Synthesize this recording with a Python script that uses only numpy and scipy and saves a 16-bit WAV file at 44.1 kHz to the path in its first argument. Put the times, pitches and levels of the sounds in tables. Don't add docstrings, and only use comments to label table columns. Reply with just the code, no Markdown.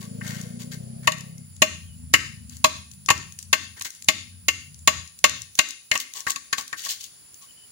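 import sys
import numpy as np
from scipy import signal
from scipy.fft import rfft, irfft
from scipy.io import wavfile

SR = 44100
rng = np.random.default_rng(int(sys.argv[2]) if len(sys.argv) > 2 else 0)


def transcribe(signal):
    frames = np.atleast_2d(signal).T
    limited = np.clip(frames, -1, 1)
    pcm = np.round(limited * 32767).astype(np.int16)
    wavfile.write(sys.argv[1], SR, pcm)


def gain_from_db(level_db):
    decades = np.asarray(level_db, float) / 20
    return 10 ** decades


N = 340011

# [t/s, crack level/dB, then level/dB of air column, wall, low fibre, high fibre]
BLOWS = [(0.209, -41.5, -70, -49, -29, -45), (1.0716, -9, -20, -15, -17, -15),
         (1.1185, -19.5, -35.5, -52, -35.5, -35.5), (1.6185, -3, -14.5, -16.5, -17, -10),
         (2.137, -1.5, -31.5, -21, -10, -9), (2.6418, -1, -15, -10, -17.5, -23),
         (3.0849, -13.5, -51.5, -15, -20, -18.5), (3.1014, -4, -18.5, -10, -14.5, -17.5),
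         (3.528, -4, -26.5, -18, -15, -15.5), (3.809, -20, -54, -41, -37, -42.5),
         (4.0846, -3, -23.5, -24.5, -20, -16), (4.4823, -6, -39, -25.5, -23.5, -14.5),
         (4.874, -1, -18.5, -13.5, -14.5, -12), (5.24, 0, -20, -14.5, -13.5, -10.5),
         (5.5883, -3, -31.5, -20, -19, -14), (5.913, -10.5, -29.5, -53, -17, -17.5),
         (5.952, -14.5, -51, -24.5, -27.5, -23.5), (6.266, -20, -68, -28.5, -16, -35),
         (6.3584, -20, -61, -35.5, -36.5, -53), (6.5266, -11.5, -60, -28, -16.5, -35),
         (6.58, -18.5, -44, -28, -50, -55), (6.727, -23.5, -61, -38, -17.5, -75),
         (6.8615, -29.5, -45, -35.5, -31, -59)]
STRIKE_HZ = [620, 1125, 1650, 2550, 5500]
# [f/Hz, level/dB, t60/s]
STALK_MODES = [(623, -1, .11), (850, -10, .04), (985, -8, .04), (1123, 0, .055), (1320, -8, .035),
               (1590, -2, .032), (1812, -2, .04), (1900, -4, .035), (2120, -1, .04), (2430, -2, .035),
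               (2580, -2, .035), (2761, -1, .045), (2950, -3, .035)]
# [f/Hz, level/dB per Hz]
CRACK_SPECTRUM = [(1470, -29), (2500, 11), (2880, 2), (3320, 4.5), (4400, 4), (5790, -1), (6890, 8),
                  (8120, -8), (10500, -3.5), (13000, -18), (15200, -12.5), (16300, -41)]
# [start t/s, length/s, then level/dB of rasp, wall ring, fibre ring]
STROKES = [(0.0, .1, -44.5, -52, -53), (0.201, .38, -41, -63, -42), (0.586, 0.1, -44, -63, -52),
           (0.707, 0.087, -43, -75, -48.5), (1.021, .09, -54, -75, -51.5), (2.13, 0.022, -33.5, -80, -59.5),
           (2.486, 0.19, -53, -79.5, -63.5), (3.385, 0.099, -51, -85, -72), (3.761, 0.06, -46, -58, -45),
           (3.843, 0.055, -33, -77, -36), (3.92, .16, -53, -85, -68), (4.074, 0.049, -39.5, -79.5, -53),
           (5.572, 0.036, -38, -80, -52), (5.924, .08, -36.5, -41, -37), (5.996, 0.041, -26.5, -64, -46),
           (6.135, 0.14, -38, -46, -49), (6.27, 0.053, -31.5, -33.5, -39.5), (6.292, 0.05, -30, -50, -45.5),
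           (6.358, 0.038, -54, -64, -77), (6.57, 0.086, -32.5, -39, -40), (6.726, .04, -47, -80, -34),
           (6.76, .16, -37.5, -80, -55), (6.828, .12, -32.5, -61, -51), (6.88, 0.12, -31, -55, -49.5),
           (6.995, .12, -41.5, -75, -65.5), (7.404, .1, -51.5, -59, -65)]
# [f/Hz, level/dB per Hz]
RASP_SPECTRUM = [(1180, -39), (2000, -13), (3130, -3), (3480, -4), (4150, -5), (4550, 1), (4950, -8),
                 (5350, -5), (6900, -2), (8300, -9.5), (13700, -16), (15000, -13), (15900, -11.5),
                 (16300, -61)]
# [f/Hz, level below the crack/dB]
STUMP_MODES = [(112, -32.5), (232, -25.5)]
# [t/s, level/dB]
TICKS = [(0.412, -30), (0.7348, -34.5), (1.182, -29.5), (1.2069, -29), (1.3804, -37.5), (1.5638, -38.5),
         (2.4949, -33.5), (2.5678, -32.5), (2.913, -36.5), (2.935, -39), (3.0597, -28), (3.1773, -28.5),
         (3.3214, -33), (3.3878, -25.5), (3.4267, -28.5), (3.7949, -31.5), (3.8205, -18), (3.8467, -28),
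         (3.8689, -29), (3.9033, -27), (3.9494, -35.5), (4.0221, -29.5), (4.0436, -33), (4.743, -39),
         (4.79, -40), (5.0745, -35), (5.189, -29.5), (5.2948, -21.5), (5.418, -25.5), (5.5528, -24),
         (5.6874, -25.5), (5.7064, -23.5), (5.9394, -25), (5.9753, -19.5), (6.1363, -26), (6.2039, -25.5),
         (6.6784, -27), (6.304, -12), (7.0394, -32), (7.3423, -38.5)]
# [f/Hz, level/dB per Hz]
TICK_SPECTRUM = [(880, -81), (1500, -29.5), (3020, -16), (4830, -12.5), (6520, -2), (8710, -10),
                 (14900, -19.5), (16300, -26.5)]
# [t after the blow/s, level/dB]
ECHO_DECAY = [(.008, -39), (0.036, -51), (0.091, -54), (.125, -56), (.135, -59), (.2, -68), (0.299, -81),
              (.5, -94.5)]
# [f/Hz, level/dB, further loss/(dB per s)]
ECHO_COLOUR = [(270, 8.5, 24.5), (605, -5.5, 72), (800, -8, 43.5), (1500, 4.5, 41.5), (2710, -2, 4),
               (5025, 1.5, -11), (7600, 0, 10), (9890, -7, 194), (14820, 8, 178)]
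# [t/s, firings per s]
BIKE_SPEED = [(0, 27.2), (.2, 27.4), (.57, 29.4), (.78, 30.8), (1.0, 32.6), (1.4, 33.6), (1.47, 31),
              (2.0, 26.8), (2.9, 26.3), (3.3, 29.5), (3.8, 29), (4.1, 30.7), (5.05, 28)]
# [t/s, roughness 0-1]
BIKE_ROUGHNESS = [(0, .06), (1.4, .12), (1.5, .35), (3.1, .6), (5.0, .5), (5.2, .85)]
# [t/s, level/dB]
BIKE_LEVEL = [(0, -39), (.29, -33), (.62, -37), (1.4, -39.5), (1.5, -45), (2.0, -38.5), (2.8, -44),
              (3.03, -50), (3.2, -36.5), (3.32, -48.5), (3.72, -48), (3.9, -72.5), (4.12, -45.5),
              (4.75, -46.5), (5.0, -38), (5.121, -63), (5.35, -43.5), (5.55, -60.5), (5.85, -79)]
# [f/Hz, level/dB]
EXHAUST = [(24, -68.5), (40, -30.5), (106, 3.5), (172, 3.5), (245, -2), (286, -44), (348, -25),
           (391, -21.5), (617, -22.5), (811, -29.5), (900, -28), (1170, -68.5), (1980, -120)]
# [start t/s, end t/s, f/Hz, level/dB]
CHIRRS = [(1.82, 1.9, 3200, -62), (1.88, 1.96, 2960, -62.5), (1.97, 2.07, 900, -76), (1.2, 1.5, 2100, -71),
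          (4.3, 4.47, 1600, -74), (7.48, 7.52, 2990, -57.5), (7.55, 7.68, 3010, -60),
          (7.48, 7.7, 2900, -71)]
# [f/Hz, width/Hz, level/dB, flicker/dB (taken as 3 at most)]
INSECTS = [(4750, 250, -75, 3), (7200, 700, -65, 4), (10046, 1200, -52.5, 0), (15280, 900, -67, 3)]
# [f/Hz, level/dB per Hz]
AIR_SPECTRUM = [(15, -33.5), (25, 2), (97, 5.5), (712, -9.5), (3120, -7), (4090, -8.5), (4630, -2),
                (6700, -9.5), (7210, 7), (8360, -40), (9000, -16.5), (11700, -35), (19800, -120)]
# [t/s, level/dB]
AIR_LEVEL = [(0, 3), (1.4, -2), (5.85, -3), (6.6, 1)]
# [f/Hz, left over right level/dB]
LEFT_OVER_RIGHT = [(60, 4.5), (130, 3), (290, 1.5), (640, 4.0), (1410, 6.5), (3100, 5.5), (6820, 6.5),
                   (15000, -12.5)]

BITE_S, CRUSH_T60_S = 0.0016, 0.041
PRESS_SHARE, LIFT_SHARE = 0.12, 0.33
LIFT_DB = 24
STUMP_CYCLES, STUMP_SPREAD_DB = 9.7, 4
TICK_PAN_DB, TICK_PAN_SPREAD_DB = 3.5, 4.5
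MAX_SNAPS, SPLINTERS_PER_S = 24, 40
SPLINTER_DB, SPLINTER_SPREAD_DB = 3, 3
TURN_S, NEAREST_S = 1.45, .35
RATTLE_DB, BOOM_DB = (4.5, -7), (-6, 11)
RATTLE_LOSS_DB_PER_S = 2.5
BOOM_GAIN_DB_PER_S = 2.5
ORDER_WANDER_DB = 3
BIKE_STEP = 20
AIR_DB = -57
LEFT_LAG, BIKE_LEFT_LAG = 45, 32


def rms_one(x):
    return x / np.sqrt(np.mean(x ** 2) + 1e-20)


def in_time(rows):
    s, value = np.transpose(rows)
    return np.interp(np.arange(N) / SR, s, value)


def at_hz(points, hz, axis=1):
    points = np.array(points)
    return np.interp(np.log(hz), np.log(points[:, 0]), points[:, axis])


def colour(x, spectrum):
    hz = np.maximum(np.arange(2049) * SR / 4096, 1)
    cepstrum = irfft(np.log(gain_from_db(at_hz(spectrum, hz))))
    cepstrum[1:2048] *= 2
    cepstrum[2049:] = 0
    response = irfft(np.exp(rfft(cepstrum)))
    response = response.reshape((1,) * (x.ndim - 1) + (-1,))
    return signal.oaconvolve(x, response, axes=-1)[..., :N]


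def band_noise(order, low_hz, high_hz, length):
    band = signal.butter(order, [low_hz, high_hz], "band", fs=SR, output="sos")
    return signal.sosfilt(band, rng.standard_normal((2, length)))


def drift(rate_hz):
    r = np.exp(-80 * np.pi * rate_hz / SR)
    noise = rng.standard_normal(N // 40 + 2002)
    slow = signal.lfilter([1], [1, -2 * r, r * r], noise)[2000:]
    return np.interp(np.arange(N) / 40, np.arange(len(slow)), rms_one(slow))


def ring(force, hz, t60):
    r, w = gain_from_db(-60 / (t60 * SR)), 2 * np.pi * hz / SR
    return signal.lfilter([0, np.sin(w)], [1, -2 * r * np.cos(w), r * r], force + 1e-18)


def grains(spread_db, alike):
    unevenness = np.minimum(rng.exponential(1, N), 4)
    mid, side = rng.standard_normal((2, N)) * gain_from_db(spread_db * unevenness)
    return rms_one(np.sqrt(1 + alike) * mid + np.sqrt(1 - alike) * side * [[1], [-1]])


def bursts(times, db, rise_s, t60):
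    out, t = np.zeros(N), np.arange(int(.12 * SR)) / SR
    for s, level_db, fall_s in np.broadcast(times, db, t60):
        at = round(s * SR)
        out[at:at + len(t)] += np.minimum(t / rise_s, 1) * gain_from_db(level_db - 60 * t / fall_s)
    return out


def lag_left(x, lag):
    return np.array([np.r_[np.zeros(lag), x[0, :-lag]], x[1]])


def pressure_db(share):
    return np.interp(share, [0, PRESS_SHARE, LIFT_SHARE, 1], [-LIFT_DB, 0, 0, -LIFT_DB])


def sliding_envelopes():
    sliding = np.zeros((3, N))
    for start, length, *layer_db in STROKES:
        at, share = round(start * SR), np.linspace(0, 1, round(length * SR))
        level = gain_from_db(np.add.outer(layer_db, pressure_db(share)))
        sliding[:, at:at + len(share)] += level * signal.windows.tukey(len(share), .1)
    return sliding


def blows_and_scrapes():
    s, crack_db, *low_db = np.transpose(BLOWS)
    strengths = np.transpose([*low_db, crack_db])
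    rasp, wall, fibre = sliding_envelopes()
    crush_s = CRUSH_T60_S * np.clip(1.5 + crack_db / 28, .3, 1)
    crush = grains(spread_db=5.0, alike=0.087)
    out = rms_one(colour(crush, CRACK_SPECTRUM)) * bursts(s, crack_db, BITE_S, crush_s)
    catch_and_slip = gain_from_db(3 * drift(90))
    out += rms_one(colour(grains(spread_db=3.0, alike=.5), RASP_SPECTRUM)) * rasp * catch_and_slip
    for hz, level_db, t60 in STALK_MODES:
        strength_db = [np.interp(np.log(hz), np.log(STRIKE_HZ), row) for row in strengths]
        blow_db = level_db + np.array(strength_db)
        late, spot = rng.random((len(s), 2)).T
        bite = np.zeros(N)
        bite[((s + .001 + .004 * late) * SR).astype(int)] = gain_from_db(blow_db + 4 * (spot - .5) + 3)
        swell_s = 9 / hz
        push = ring(bite, hz, swell_s) * 2 * np.log(1000) / (swell_s * SR)
        crushing = bursts(s, blow_db - 20.5, BITE_S, 0.82 * crush_s)
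        rub = wall if 1000 < hz < 1250 else fibre * gain_from_db(-5) * (1400 < hz < 2300)
        crushing += rub * gain_from_db(level_db) / np.sqrt(SR * t60 / 4 / np.log(1000))
        out += ring(push + crush * crushing, hz, t60)
    return out


def thuds():
    out, t = np.zeros(N), np.arange(int(.1 * SR)) / SR
    chance = rng.standard_normal((len(BLOWS), len(STUMP_MODES)))
    for (s, crack_db, *_), luck in zip(BLOWS, chance):
        at = round(s * SR)
        for (hz, db), lucky in zip(STUMP_MODES, luck):
            level_db = crack_db + db + STUMP_SPREAD_DB * lucky
            fall_db = 60 * hz * t / STUMP_CYCLES
            out[at:at + len(t)] += gain_from_db(level_db - fall_db) * np.sin(2 * np.pi * hz * t)
    return out


def ticks():
    start, length, rasp_db = np.transpose(STROKES)[:3, :, None]
    share, size = rng.random((2, len(STROKES), MAX_SNAPS))
    snaps = np.arange(MAX_SNAPS) + 1 < SPLINTERS_PER_S * length
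    snap_s = start + share * length
    snap_db = rasp_db + pressure_db(share) + SPLINTER_DB - SPLINTER_SPREAD_DB * np.log(size + 0.13)
    s, db = np.c_[np.transpose(TICKS), [snap_s[snaps], snap_db[snaps]]]
    pan_db = TICK_PAN_DB + TICK_PAN_SPREAD_DB * rng.standard_normal(len(s))
    shape = np.array([bursts(s, db + side * pan_db / 2, 0.00025, 0.015) for side in (1, -1)])
    return rms_one(colour(grains(spread_db=-11.0, alike=0.12), TICK_SPECTRUM)) * shape


def echoes(x):
    s, db = np.transpose(ECHO_DECAY)
    t = np.arange(int(s[-1] * SR)) / SR
    edges, response = 200 * 2 ** np.arange(0, 6.6, .5), 0
    for low, high in zip(edges, edges[1:]):
        hz = np.sqrt(low * high)
        band_db = at_hz(ECHO_COLOUR, hz) - t * at_hz(ECHO_COLOUR, hz, axis=2)
        response = response + band_noise(2, low, high, len(t)) * gain_from_db(band_db)
    response = response * gain_from_db(np.interp(t, s, db)) * (t > s[0])
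    return signal.oaconvolve(x, response, axes=-1)[:, :N]


def motorbike():
    per_s, rough, db = [in_time(rows)[::BIKE_STEP] for rows in (BIKE_SPEED, BIKE_ROUGHNESS, BIKE_LEVEL)]
    t = np.arange(len(db)) * BIKE_STEP / SR
    since = t - TURN_S
    rattle_db = np.interp(since, [-.05, .05], RATTLE_DB) - RATTLE_LOSS_DB_PER_S * np.abs(t - NEAREST_S)
    boom_db = np.interp(since, [-.05, .05], BOOM_DB) + BOOM_GAIN_DB_PER_S * np.maximum(since, 0)
    phase = 2 * np.pi * np.cumsum(per_s) * BIKE_STEP / SR
    blur = signal.butter(2, 13, fs=SR / BIKE_STEP, output="sos")
    sound, power = 0, 0
    for k in range(2, 27):
        hz = k * per_s
        rattle_share = np.clip(hz / 50 - 5.5, 0, 1)
        gain_db = at_hz(EXHAUST, hz) + rattle_db * rattle_share + boom_db * (k == 3)
        gain = gain_from_db(gain_db + ORDER_WANDER_DB * drift(1.7)[::BIKE_STEP])
        share = np.clip(rough + (k - 8) / 12 * (k > 8), 0, 1)
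        real, imaginary = rms_one(signal.sosfilt(blur, rng.standard_normal((2, 3, len(t)))))
        uneven = (real + 1j * imaginary) / np.sqrt(2)
        uneven = .9 * uneven[0] + .4 * uneven[1:]
        steady_and_uneven = np.sqrt(1 - share) + np.sqrt(share) * uneven
        sound = sound + gain * np.real(steady_and_uneven * np.exp(1j * (k * phase - 0.081 * k * k)))
        power = power + gain ** 2 / 2
    fade = np.clip((BIKE_LEVEL[-1][0] + .1 - t) / .1, 0, 1)
    levelled = sound / np.sqrt(power) * gain_from_db(db) * fade
    return lag_left(signal.resample_poly(levelled, BIKE_STEP, 1, axis=1)[:, :N], BIKE_LEFT_LAG)


def chirrs():
    out = np.zeros((2, N))
    for start, end, hz, db in CHIRRS:
        a, b = round(start * SR), round(end * SR)
        call = rms_one(band_noise(2, hz - 50, hz + 50, b - a))
        out[:, a:b] += call * gain_from_db(db) * signal.windows.tukey(b - a, .4)
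    return out


def insects():
    out = np.zeros((2, N))
    for hz, width_hz, db, flicker_db in INSECTS:
        choir = rms_one(band_noise(3, hz - width_hz / 2, hz + width_hz / 2, N))
        out += choir * gain_from_db(db + np.clip(flicker_db, 0, 3) * drift(10))
    return out


def hum_and_leaves():
    noise = rms_one(colour(rng.standard_normal((2, N)), AIR_SPECTRUM))
    return noise * gain_from_db(AIR_DB + in_time(AIR_LEVEL))


def scene():
    near = blows_and_scrapes() + thuds() + ticks()
    background = motorbike() + chirrs() + insects() + hum_and_leaves()
    return lag_left(near, LEFT_LAG) + echoes(near) + background


def gain_control(x, knee_db, share, recover_db_per_s, attack_s):
    level_db = 20 * np.log10(np.abs(x).max(axis=0) + 1e-6)
    slope = recover_db_per_s * np.arange(N) / SR
    held_db = np.maximum.accumulate(level_db + slope) - slope
    cut_db = -share * np.maximum(held_db - knee_db, 0)
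    r = np.exp(-1 / (attack_s * SR))
    return x * gain_from_db(signal.lfilter([1 - r], [1, -r], cut_db))


def top_cut(x):
    return signal.sosfilt(signal.butter(12, 16490, fs=SR, output="sos"), x)


def record(dry):
    half = np.array(LEFT_OVER_RIGHT) * [1, .5]
    heard = np.array([colour(dry[0], half), colour(dry[1], half * [1, -1])])
    heard = gain_control(heard, knee_db=-23.0, share=0.061, recover_db_per_s=33.0, attack_s=0.094)
    overloaded = np.clip(heard, -.95, .95)
    mix = signal.sosfilt(signal.butter(2, 60, "high", fs=SR, output="sos"), overloaded)
    return top_cut(mix)


dry = scene()
out = record(dry)
transcribe(out)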